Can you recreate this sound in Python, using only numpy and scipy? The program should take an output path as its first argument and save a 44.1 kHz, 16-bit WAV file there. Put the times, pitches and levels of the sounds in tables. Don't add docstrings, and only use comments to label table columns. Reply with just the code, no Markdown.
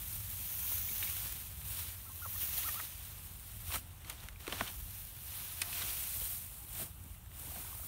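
import sys
import numpy as np
from scipy import signal
from scipy.fft import rfft, irfft, next_fast_len
from scipy.io import wavfile
from scipy.ndimage import uniform_filter1d, map_coordinates

SR = 44100
rng = np.random.default_rng(int(sys.argv[2]) if len(sys.argv) > 2 else 0)


def file_out(sig):
    cols = np.atleast_2d(sig).T
    lim = np.clip(cols, -1, 1)
    pcm = np.round(lim * 32767).astype(np.int16)
    wavfile.write(sys.argv[1], SR, pcm)


def rack_gain(trim_db):
    fader = np.asarray(trim_db, float)
    return 10 ** (fader / 20)


N = 347067


def unit(x):
    return x / np.sqrt(np.mean(x ** 2) + 1e-20)


def along(points, hz):
    f, v = np.transpose(points)
    return np.interp(np.log(hz + 1), np.log(f + 1), v)


def curves(rows, t):
    s, *cols = np.transpose(rows)
    return [np.interp(t, s, c) for c in cols]


def wobble(rate):
    knots = rng.standard_normal(int(N * rate / SR) + 4)
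    return map_coordinates(knots, [np.arange(N) * rate / SR])


def coloured(x, gain):
    m = next_fast_len(x.shape[-1] + 8192)
    return irfft(rfft(x, m) * gain(np.fft.rfftfreq(m, 1 / SR)), m)[..., :x.shape[-1]]


def add(track, s, sound):
    part = track[round(s * SR):][:len(sound)]
    part += sound[:len(part)]


# drag below, crackle between, rustle above [f/Hz]
SPLIT_HZ = [1494, 5470]


def thirds(hz):
    low = 1 / (1 + (hz / SPLIT_HZ[0]) ** 6)
    high = 1 / (1 + (SPLIT_HZ[1] / (hz + 1)) ** 10)
    return np.sqrt(np.abs([low, (1 - low) * (1 - high), high]))


def patchy_noise(patchy_db):
    z = signal.stft(rng.standard_normal(N + 512), nperseg=256)[2]
    field = uniform_filter1d(rng.standard_normal(z.shape), 6, 0)
    field = uniform_filter1d(field, 10, 1)
    return unit(signal.istft(z * rack_gain(patchy_db * unit(field)), nperseg=256)[1][:N])


# [f/Hz, density/dB]
RUMBLE = [(15, -45), (25, -46), (39, -1), (53, 1), (68, 2.5), (77, -6.5), (85, 8), (93, -4), (100, 3),
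          (112, -7), (160, -10.5), (220, -22.5), (300, -39), (500, -44)]
# [f/Hz, density/dB]
AIR = [(120, -22), (200, 5.5), (455, -9), (816, -7), (2030, -17.5), (2820, -6.5), (4880, -14.5),
       (9250, -8.5), (15700, -6)]


def yard():
    rumble_db, sway_db, hiss_db = -50.5, 1, -60
    rumble = unit(coloured(rng.standard_normal(N), lambda hz: rack_gain(along(RUMBLE, hz))))
    hiss = unit(coloured(patchy_noise(patchy_db=3.5), lambda hz: rack_gain(along(AIR, hz))))
    return rack_gain(rumble_db + sway_db * wobble(4.14)) * rumble + rack_gain(hiss_db) * hiss


# [t/s, length/s, f/Hz, level/dB]
CROW = [
    (5.38, 0.73, 701, -71.5),
    (6.265, 0.15, 700, -69),
    (6.41, .06, 693, -72.5),
    (6.585, .065, 817, -68),
    (6.67, 0.083, 875, -73),
    (6.745, 0.06, 810, -70),
]


def crow():
    out, waver = np.zeros(N), wobble(35)
    for s, length, hz, db in CROW:
        t = np.arange(0, length, 1 / SR)
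        level = rack_gain(db + 5.5 + 1.7 * waver[round(s * SR):][:len(t)])
        swell = np.abs(np.sin(np.pi * t / length))
        add(out, s, level * swell * np.sin(2 * np.pi * hz * t))
    return out


def hen_call(slur, cluck, pitch):
    s, rise, hold, top, db = slur
    catch_db, break_db, cluck_db, overtone_db, half = cluck
    sagged, mid, low, length, _ = pitch
    onset_s, break_s, fade_s = .006, .0045, .006
    onset_db, start = -2, .71
    end = s + rise + hold
    press = end + 2 * break_s
    done = press + length
    dull = 20 * (low > 900)
    return [(s, start * top, db - 14, -25, 0),
            (s + min(onset_s, rise / 2), (start + .13) * top, db + onset_db, -25, 0),
            (s + rise, top, db, -24, 0),
            (s + rise + .6 * hold, .97 * top, db + catch_db, -25, 0),
            (end, sagged, break_db, -25, 0),
            (end + break_s, mid, .4 * break_db + .6 * cluck_db - 2, overtone_db - 9, .5 * half),
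            (press, low, cluck_db, overtone_db, half),
            (done, low, cluck_db - 6, overtone_db - 2 - dull, .6 * half),
            (done + fade_s, low, cluck_db - 24, overtone_db - 4 - dull, .5 * half)]


# [t/s, rise/s, hold/s, top f/Hz, level/dB]
SLURS = [
    (2.054, .014, .027, 1360, -56.5),
    (2.215, .010, .028, 1440, -47),
    (2.324, .006, .023, 1170, -67),
    (2.643, .025, .013, 1390, -45),
    (2.753, .028, .012, 1380, -47),
]
# [catch before break/dB, voice break/dB, level/dB, overtones/dB, half-pitch share/1]
CLUCKS = [
    (-8, -56, -57, -6, .6),
    (-3, -40, -50, 7, 0.1),
    (1, -56, -65, 13, 0),
    (1, -46.5, -56.5, 14, 0.3),
    (0, -45, -55, 10.5, 0.55),
]
# [before break f/Hz, in break f/Hz, cluck f/Hz, cluck length/s, highest overtone by beak opening f/Hz]
CLUCK_HZ = [
    (1260, 850, 1060, .018, 2000),
    (1330, 900, 555, .005, 1400),
    (1050, 610, 603, .004, 2200),
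    (1200, 640, 610, .008, 3200),
    (1250, 800, 625, .007, 3200),
]
# [f/Hz, gain/dB]
THROAT = [(300, -25), (900, -6), (1200, 3.5), (1800, 3.5), (2400, -2), (3000, -17), (4000, -40)]


def hen():
    out = np.zeros(N)
    for slur, cluck, pitch in zip(SLURS, CLUCKS, CLUCK_HZ):
        call, beak_hz = hen_call(slur, cluck, pitch), pitch[-1]
        t = np.arange(call[0][0], call[-1][0], 1 / SR)
        hz, db, overtone_db, half = curves(call, t)
        order = np.arange(3, 13)[:, None] / 2
        share = np.where(order % 1, np.clip(half, 0, 1), 1)
        share = share / (1 + (order * hz / beak_hz) ** 10)
        phase = 2 * np.pi * np.cumsum(hz) / SR
        overtones = (share * rack_gain(along(THROAT, order * hz)) * np.sin(order * phase)).sum(axis=0)
        add(out, t[0], rack_gain(db) * (np.sin(phase) + rack_gain(overtone_db) * overtones))
    t = np.arange(SR // 5) / SR
    echo = rng.standard_normal(len(t)) * rack_gain(-60 * t / 0.068)
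    return out + rack_gain(-13) * signal.fftconvolve(out, echo / np.linalg.norm(echo))[:N]


# [t/s, peak/dB, f/Hz]
HOLLOW = [(4.4798, -25.5, 414), (4.483, -29, 370), (4.528, -31, 690), (6.812, -37, 660), (6.87, -46, 680),
          (4.4785, -38, 1000), (4.526, -34, 900), (4.6085, -23.5, 1090), (4.6105, -22.5, 697),
          (4.616, -33, 800), (6.219, -40.5, 500), (5.695, -42, 860), (5.832, -41, 1000), (6.798, -37, 695),
          (6.814, -49, 323), (7.437, -47, 500), (7.471, -44, 850), (7.485, -44, 980), (7.495, -46, 650),
          (7.505, -44, 1150), (7.519, -43, 700), (7.545, -45, 800), (7.559, -36.5, 700), (7.560, -41, 1550),
          (7.565, -43, 1050), (7.577, -39, 690), (7.589, -42, 720), (7.594, -47, 377), (7.602, -44, 1050),
          (7.647, -41, 977), (7.648, -46, 1500), (7.728, -37.5, 1120), (7.749, -46, 993),
          (7.796, -41.5, 670), (7.797, -47, 1300), (7.833, -43, 1280), (7.834, -49, 800)]
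# [t/s, peak/dB]
THUMPS = [(0.901, -48), (1.247, -49), (3.739, -59), (3.753, -41), (4.476, -42), (4.523, -37.5),
          (4.61, -34.5), (4.69, -49), (5.83, -45), (6.799, -45), (6.815, -38.5), (7.47, -46.5),
          (7.565, -42.5), (7.595, -48)]


def thuds():
    hollow_t60, thump_t60 = 0.023, 0.11
    out, t = np.zeros(N), np.arange(SR // 5) / SR
    for s, db, hz in HOLLOW:
        note = np.sin(2 * np.pi * hz * t) * (1 - np.exp(-t / 0.0013))
        add(out, s, rack_gain(db - 2 - 60 * t / hollow_t60) * note)
    for s, db in THUMPS:
        puff = coloured(rng.standard_normal(len(t)), lambda f: np.exp(-(np.log((f + 1) / 190) / 0.73) ** 2))
        add(out, s, rack_gain(db - 4.5 - 60 * t / thump_t60) * unit(puff) * (1 - np.exp(-t / 0.0035)))
    return out


# [f/Hz, level/dB, t60/s]
TINES = [(2260, 5, 0.024), (2490, -4, 0.033), (1860, -10, .02)]
# [f/Hz, t60/s, rise/s]
UPPER_TINE = (3740, 0.034, 0.0047)
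# [t/s, peak/dB, upper mode/dB]
STRIKES = [
    (0.8869, -40, -3),
    (0.9133, -42, -14),
    (1.0267, -38, 3),
    (1.0715, -39.5, -2),
]


def tines():
    out, t = np.zeros(N), np.arange(SR // 10) / SR
    upper_hz, upper_t60, upper_rise = UPPER_TINE
    upper = rack_gain(-60 * t / upper_t60) * np.sin(2 * np.pi * upper_hz * t)
    upper *= 1 - np.exp(-(t / upper_rise) ** 2)
    for s, db, upper_db in STRIKES:
        ring = np.zeros(len(t))
        for hz, level, t60 in TINES:
            ring += rack_gain(level + rng.normal(0, 1.3) - 60 * t / t60) * np.sin(2 * np.pi * hz * t)
        ring *= 1 - np.exp(-t / .001)
        damped = rack_gain(2.2 * uniform_filter1d(rng.standard_normal(len(t)), size=60) * 8)
        add(out, s, rack_gain(db - 3) * damped * (ring + rack_gain(upper_db + 8) * upper))
    return out


# [t/s, peak/dB, f/Hz, t60/s]
STEMS = [(1.0268, -27, 2300, .005), (1.0269, -36, 2200, .02), (4.126, -41, 9650, .015),
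         (4.203, -41, 3900, .008), (4.3598, -42, 2350, .012), (4.4685, -38, 2600, .01),
         (4.4782, -33, 2500, .005), (4.5243, -29, 3050, .018), (4.5246, -35, 5300, .006),
         (4.526, -32, 2200, .01), (4.6088, -28, 2900, .005), (4.6092, -27, 1800, .008),
         (4.6102, -29, 3600, .006), (4.6115, -31, 1500, .012), (4.6095, -36, 5800, .008),
         (5.6172, -27, 2560, .02), (5.6174, -31, 8700, .025), (5.6174, -32, 11200, .012),
         (5.6177, -28, 4600, .006), (5.6195, -35, 5400, .015), (5.6205, -30, 2580, .02),
         (5.6225, -36, 8800, .015), (5.7288, -34, 2620, .025), (6.7505, -43, 2490, .025),
         (3.7385, -37, 3300, .025), (3.7415, -35, 1100, .02), (3.7425, -32, 2700, .01),
         (3.7455, -34, 3000, .01), (3.757, -34, 1300, .025), (3.756, -35, 9500, .025),
         (3.7582, -30, 4500, .005), (3.7572, -35, 7100, .012), (3.7515, -36, 2100, .015),
         (3.7165, -39, 2600, .025), (3.705, -40, 1100, .018), (3.7215, -40, 900, .02)]


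def stems():
    rise_s, rough_db = .0003, 2.5
    out, t = np.zeros(N), np.arange(SR // 16) / SR
    for s, db, hz, t60 in STEMS:
        rough = rack_gain(rough_db * unit(uniform_filter1d(rng.standard_normal(len(t)), size=30)))
        note = np.sin(2 * np.pi * hz * t) * (1 - np.exp(-t / rise_s))
        add(out, s, rack_gain(db - 60 * t / t60) * rough * note)
    return out


# [t/s, peak/dB, tick over peak/dB, ring f/Hz, t60/s]
SNAPS = [(1.0265, -28, -11, 2900, 0.03), (1.063, -37, -14, 3000, .03), (1.0725, -37, -14, 2800, .035),
         (1.1646, -34, -2, 3000, .05), (1.614, -40, -10, 2340, .04), (2.4294, -39, -6, 3700, .045),
         (2.576, -32, -8, 3770, .05), (2.6313, -31, -8, 3820, .05), (3.05, -46, 11, 2850, .04),
         (4.0458, -38.5, -8, 2000, .03), (4.0979, -32, 11.5, 2880, .03), (4.1013, -30.5, -11, 3300, .03),
         (4.1185, -41, -8, 3200, .025), (4.1262, -43, 4, 3050, .025), (4.181, -45, -8, 3070, .03),
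         (4.203, -41, -10, 3900, .015), (4.2269, -50, -8, 2070, .025), (4.2853, -30, -1.5, 1980, 0.019),
         (4.3272, -47, -8, 3200, .03), (4.36, -51, -13, 2600, .03), (4.4015, -44, -8, 3000, .04),
         (4.5546, -36, -12, 1700, .04), (4.5686, -33, -8, 3500, .03), (4.579, -34, -11, 3070, 0.06),
         (4.585, -37, -11, 3000, 0.05), (4.597, -32, -14, 2970, .06), (4.6608, -36, -11, 2800, .05),
         (4.668, -36, -11, 3100, .06), (4.6753, -31, -8, 3000, 0.066), (4.682, -35.5, -8, 3600, .05),
         (4.698, -39, -6, 3000, .03), (5.604, -39, -8, 2940, 0.035), (5.6156, -35, 4, 3300, 0.02),
         (5.6169, -21, 6, 4940, 0.034), (5.6200, -28, -3, 4280, .04), (5.7287, -30, -14, 2670, .04),
         (5.818, -27.5, -8, 3410, .06), (6.221, -39, -10, 3000, .04), (6.7503, -39, -1, 2490, .045),
         (7.039, -53, 16.5, 2700, .035), (7.0599, -50, -4, 2340, .04)]
# [t/s, peak/dB, tick over peak/dB, ring f/Hz, low part over peak/dB]
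KNOCKS = [(0.7182, -38.5, 1, 3660, -6), (1.2582, -36, -7, 2750, -7), (2.743, -34, -7, 2290, -9),
          (3.3977, -54, -5, 2810, -5.5), (3.7045, -40, -4, 1600, -5), (3.7102, -42, 4, 3000, -15),
          (3.7164, -35, -8, 2600, -16), (3.7216, -32, -6, 3690, -10), (3.7345, -32, -8, 2800, -15),
          (3.7407, -29, -11, 3100, -12), (3.7455, -34, -8, 2900, -5), (3.7512, -32, -6, 2100, -17),
          (3.7570, -28.5, 1, 1400, -5), (3.7625, -34, -6, 1400, -3), (4.2384, -43, 6, 1900, -5),
          (4.4678, -32, -5, 2480, -18), (4.4777, -30, -4, 2200, -3), (4.4775, -38, -4, 4200, -20),
          (4.4970, -39, -10, 1600, -5), (4.5238, -27, -7.5, 3800, -10), (4.5264, -30, -12, 1900, -3.5),
          (4.6079, -27.5, -12, 2390, 0.5), (4.611, -31, -9, 3000, -20), (7.2605, -52.5, 4, 1880, -7),
          (7.3075, -58, 12, 3750, -5.5), (7.147, -52, -3, 2000, -8), (7.315, -49, -10, 2000, -4),
          (2.991, -49.5, 10, 3000, -10), (3.5695, -49, 10, 3000, -15), (.2035, -46, 10, 3000, -11)]
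# [f/Hz, gain/dB]
SNAP = [(90, -30), (200, -6), (800, 0), (2600, -0.5), (4000, -1), (5600, -2.5), (7300, -4), (9000, 7),
        (15500, -1)]
# [share of t60/1, rise/s]
SNAP_SHAPE = [(0.83, 0.0025), (0.99, 0.00065), (0.66, 0.00022)]


def knocks():
    snap_thud_db, knock_t60 = -24, 0.018
    out, t = np.zeros(N), np.arange(SR // 16) / SR
    share, rise = np.transpose(SNAP_SHAPE)[:, :, None]
    contacts = [(*row[:4], snap_thud_db, row[4]) for row in SNAPS]
    contacts += [(*row, knock_t60) for row in KNOCKS]
    for s, db, tick_db, hz, thud_db, t60 in contacts:
        life = max(t60, .005) * rack_gain(0.1 * (db + 34))
        stalk = lambda f: 1 + np.exp(-(np.log((f + 1) / hz) / 0.1) ** 2)
        crack = rng.standard_normal(len(t))
        crack[SR // 2000] += 5
        bands = coloured(crack, lambda f: rack_gain(along(SNAP, f)) * stalk(f) * thirds(f))
        rebound = 1 + 0.11 * np.exp(-((t / life - .13) / 0.046) ** 2)
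        bands *= rack_gain(-60 * t / (life * share)) * rebound * (1 - np.exp(-t / rise))
        bands /= np.abs(bands).max(axis=1, keepdims=True)
        low, middle, tick = bands
        ring = rack_gain(-60 * t / life) * np.sin(2 * np.pi * hz * t) * (1 - np.exp(-t / 0.00087))
        blow = rack_gain(thud_db) * low + 0.57 * middle + 0.1 * ring + rack_gain(tick_db) * tick
        add(out, s, rack_gain(db - 0.5) * blow)
    return out


def grains(per_second, spread_db, life_s):
    chance, size = rng.random(N), rng.exponential(1, N)
    starts = (chance < per_second / SR * rack_gain(4 * wobble(60))) * rack_gain(spread_db * np.minimum(size, 5))
    decay = [1, -np.exp(-1 / (life_s * SR))]
    shape = signal.lfilter([1], decay, starts)
    shape = signal.lfilter([1], decay, shape)
    return unit(shape * rng.standard_normal(N))


# [peak t/s, rise/s, fall/s, rustle/dB, stalks over rustle/dB]
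SWEEPS = [(.15, .25, 0.046, -40, -17), (.45, 0.99, 0.52, -40.5, -14.5), (.75, 0.28, 0.12, -39.5, -10),
          (1.05, 0.4, 0.21, -38, -11), (1.2, 0.16, 0.28, -38.5, -11), (1.38, 0.37, 0.49, -43.5, -16.5),
          (1.7, 0.068, 0.18, -37, -18), (1.8, 0.21, 0.21, -38.5, -11.5), (2.0, .1, 0.21, -50, -16),
          (2.33, 0.36, 0.24, -41.5, -14.5), (2.43, 0.083, 0.11, -38, -10.5), (2.437, .012, .03, -38, -22),
          (2.582, .012, 0.018, -35, -18), (2.594, .01, 0.023, -44, -22), (2.58, 0.15, 0.35, -38, -10),
          (2.72, 0.21, 0.14, -40, -13), (2.83, 0.092, 0.071, -42, -10), (3.05, 0.35, 0.21, -47, -10.5),
          (3.62, 0.81, 0.25, -46.5, -14.5), (3.72, 0.079, 0.044, -37, -12.5),
          (3.742, 0.023, .02, -34.5, -9), (3.758, 0.015, 0.047, -35, -12), (4.72, 0.2, 0.34, -45, -14.5),
          (4.95, 0.14, 0.26, -46, -12), (5.27, 0.074, 0.31, -49, -29), (5.41, 0.29, 0.29, -41, -11),
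          (5.62, 0.16, 0.27, -47, -6.5), (5.76, 0.076, 0.21, -38, -8.5), (5.86, 0.17, 0.51, -38.5, -9.5),
          (6.2, 0.23, 0.25, -47.5, -8.5), (6.1, 1, 0.37, -37.5, -28), (6.31, 0.25, 0.16, -36.5, -19.5)]
# [peak t/s, rise/s, fall/s, rustle/dB, stalks over rustle/dB]
SCRAPES = [
    (3.26, 0.13, 0.11, -49.5, -15),
    (3.9, 0.29, 0.65, -56.5, -12),
    (4.35, 0.19, .2, -71, -7),
    (4.1, 0.061, 0.093, -48, -8),
    (4.24, .15, 0.1, -52.5, -7.5),
    (4.404, 0.01, .15, -50.5, -8),
    (4.54, 0.11, 0.078, -47, -3.5),
    (4.61, .08, 0.12, -46, -4),
    (5.63, 0.032, 0.27, -50, -7),
]
# [peak t/s, rise/s, fall/s, rustle/dB, stalks over rustle/dB]
LIFTS = [
    (6.58, 0.27, 0.34, -46, -21),
    (6.81, 0.12, 0.071, -35, -17),
    (6.97, .15, .2, -55.5, -19),
    (7.14, .3, 0.13, -52.5, -20.5),
    (7.4, 0.087, .3, -44, -16.5),
    (7.55, 0.17, 0.54, -42, -15),
    (7.85, 0.32, .3, -43.5, -20.5),
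]
# [rustle/dB, stalks/dB, drag/dB]
SETTLING_DB = [-69, -79.5, -69]


def strokes():
    drop_db, roundness = 13, 1.385
    t = np.arange(0, N + 64, 64) / SR
    power = rack_gain(np.array(SETTLING_DB))[:, None] ** 2
    for rows, drag_db in (SWEEPS, -11.5), (SCRAPES, -2.5), (LIFTS, -4):
        for s, rise, fall, db, stalk_db in rows:
            away = np.where(t < s, (s - t) / max(rise, .01), (t - s) / max(fall, .01))
            layers_db = db + np.array([[0], [stalk_db], [stalk_db + drag_db]])
            power = power + rack_gain(layers_db - drop_db * away ** roundness) ** 2
    return [np.interp(np.arange(N) / SR, t, g) for g in np.sqrt(power)]


# [t/s, added to top of rustle/dB]
TOSSES = [(.1, 3.5), (.75, 10.5), (1.2, 3), (2.1, 2), (2.5, 7), (3.1, 2.5), (4.75, 4), (5.2, 1), (5.6, 0.5),
          (6.2, 2.5), (7.8, 2)]


def chaff():
    rest_db, spread_s = -5, 0.35
    t = np.arange(N) / SR
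    return rack_gain(rest_db + sum(db * np.exp(-((t - s) / spread_s) ** 2) for s, db in TOSSES))


# [f/Hz, density/dB]
STRAW = [(90, -41), (170, -34), (300, -12.5), (460, -17.5), (700, -13.5), (1800, -13.5), (2730, -8),
         (4000, -8), (5750, -6), (7580, -4.5), (9000, 4), (12000, 7), (14800, 8.5), (15700, 9)]
# [t/s, gain/dB]
LIES = [(.4, -0.5), (1.2, -1), (1.8, -1), (2.5, -2.5), (3.2, 0.1), (3.9, -1), (4.7, -0.5), (5.4, -5),
        (6.1, 0.7), (6.8, 1), (7.5, 0.5)]


def straw():
    lie_hz, lie_width_hz = 8100, 1400
    fine, stalks, heavy = strokes()
    near = grains(per_second=1200, spread_db=-2, life_s=0.00012)
    coarse = grains(per_second=150, spread_db=2.0, life_s=0.00087)
    blur = patchy_noise(patchy_db=1.0) * rack_gain(0.56 * wobble(55) + 0.28 * wobble(130))
    drive = np.array([blur + 0.39 * near + 0.2 * coarse,
                      blur + 0.5 * near + 0.19 * coarse,
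                      blur + 0.39 * near + 0.32 * coarse])
    drag, crackle, rustle = coloured(drive, lambda hz: rack_gain(along(STRAW, hz)) * thirds(hz))
    airy = lambda hz: 1 / (1 + (11000 / (hz + 1)) ** 8) + 1.67 * np.exp(-((hz - 6200) / 900) ** 2)
    top = coloured(rustle, airy)
    lower = coloured(rustle, lambda hz: np.exp(-((hz - lie_hz) / lie_width_hz) ** 2))
    lie = rack_gain(curves(LIES, np.arange(N) / SR)[0])
    rustle = rustle + (chaff() - 1) * top + (lie - 1) * lower
    return fine * unit(rustle) + stalks * unit(crackle) + heavy * unit(drag)


def scene():
    background = yard() + crow() + hen()
    contacts = thuds() + tines() + stems() + knocks()
    return np.tile(background + contacts + straw(), (2, 1))


# [f/Hz, width/Hz, gain/dB]
DIPS = [(4950, 750, -5), (10450, 500, -5.5)]


def low_pass(x):
    return signal.sosfilt(signal.butter(12, 17010, fs=SR, output="sos"), x)


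def record(dry):
    top_hz = 15740
    notches = lambda f: rack_gain(sum(db * np.exp(-((f - c) / w) ** 2) for c, w, db in DIPS))
    heard = coloured(dry, lambda f: notches(f) * (f < top_hz))
    heard = heard / (1 + np.abs(heard / .115) ** 4) ** .25
    return low_pass(heard)


dry = scene()
out = record(dry)
file_out(out)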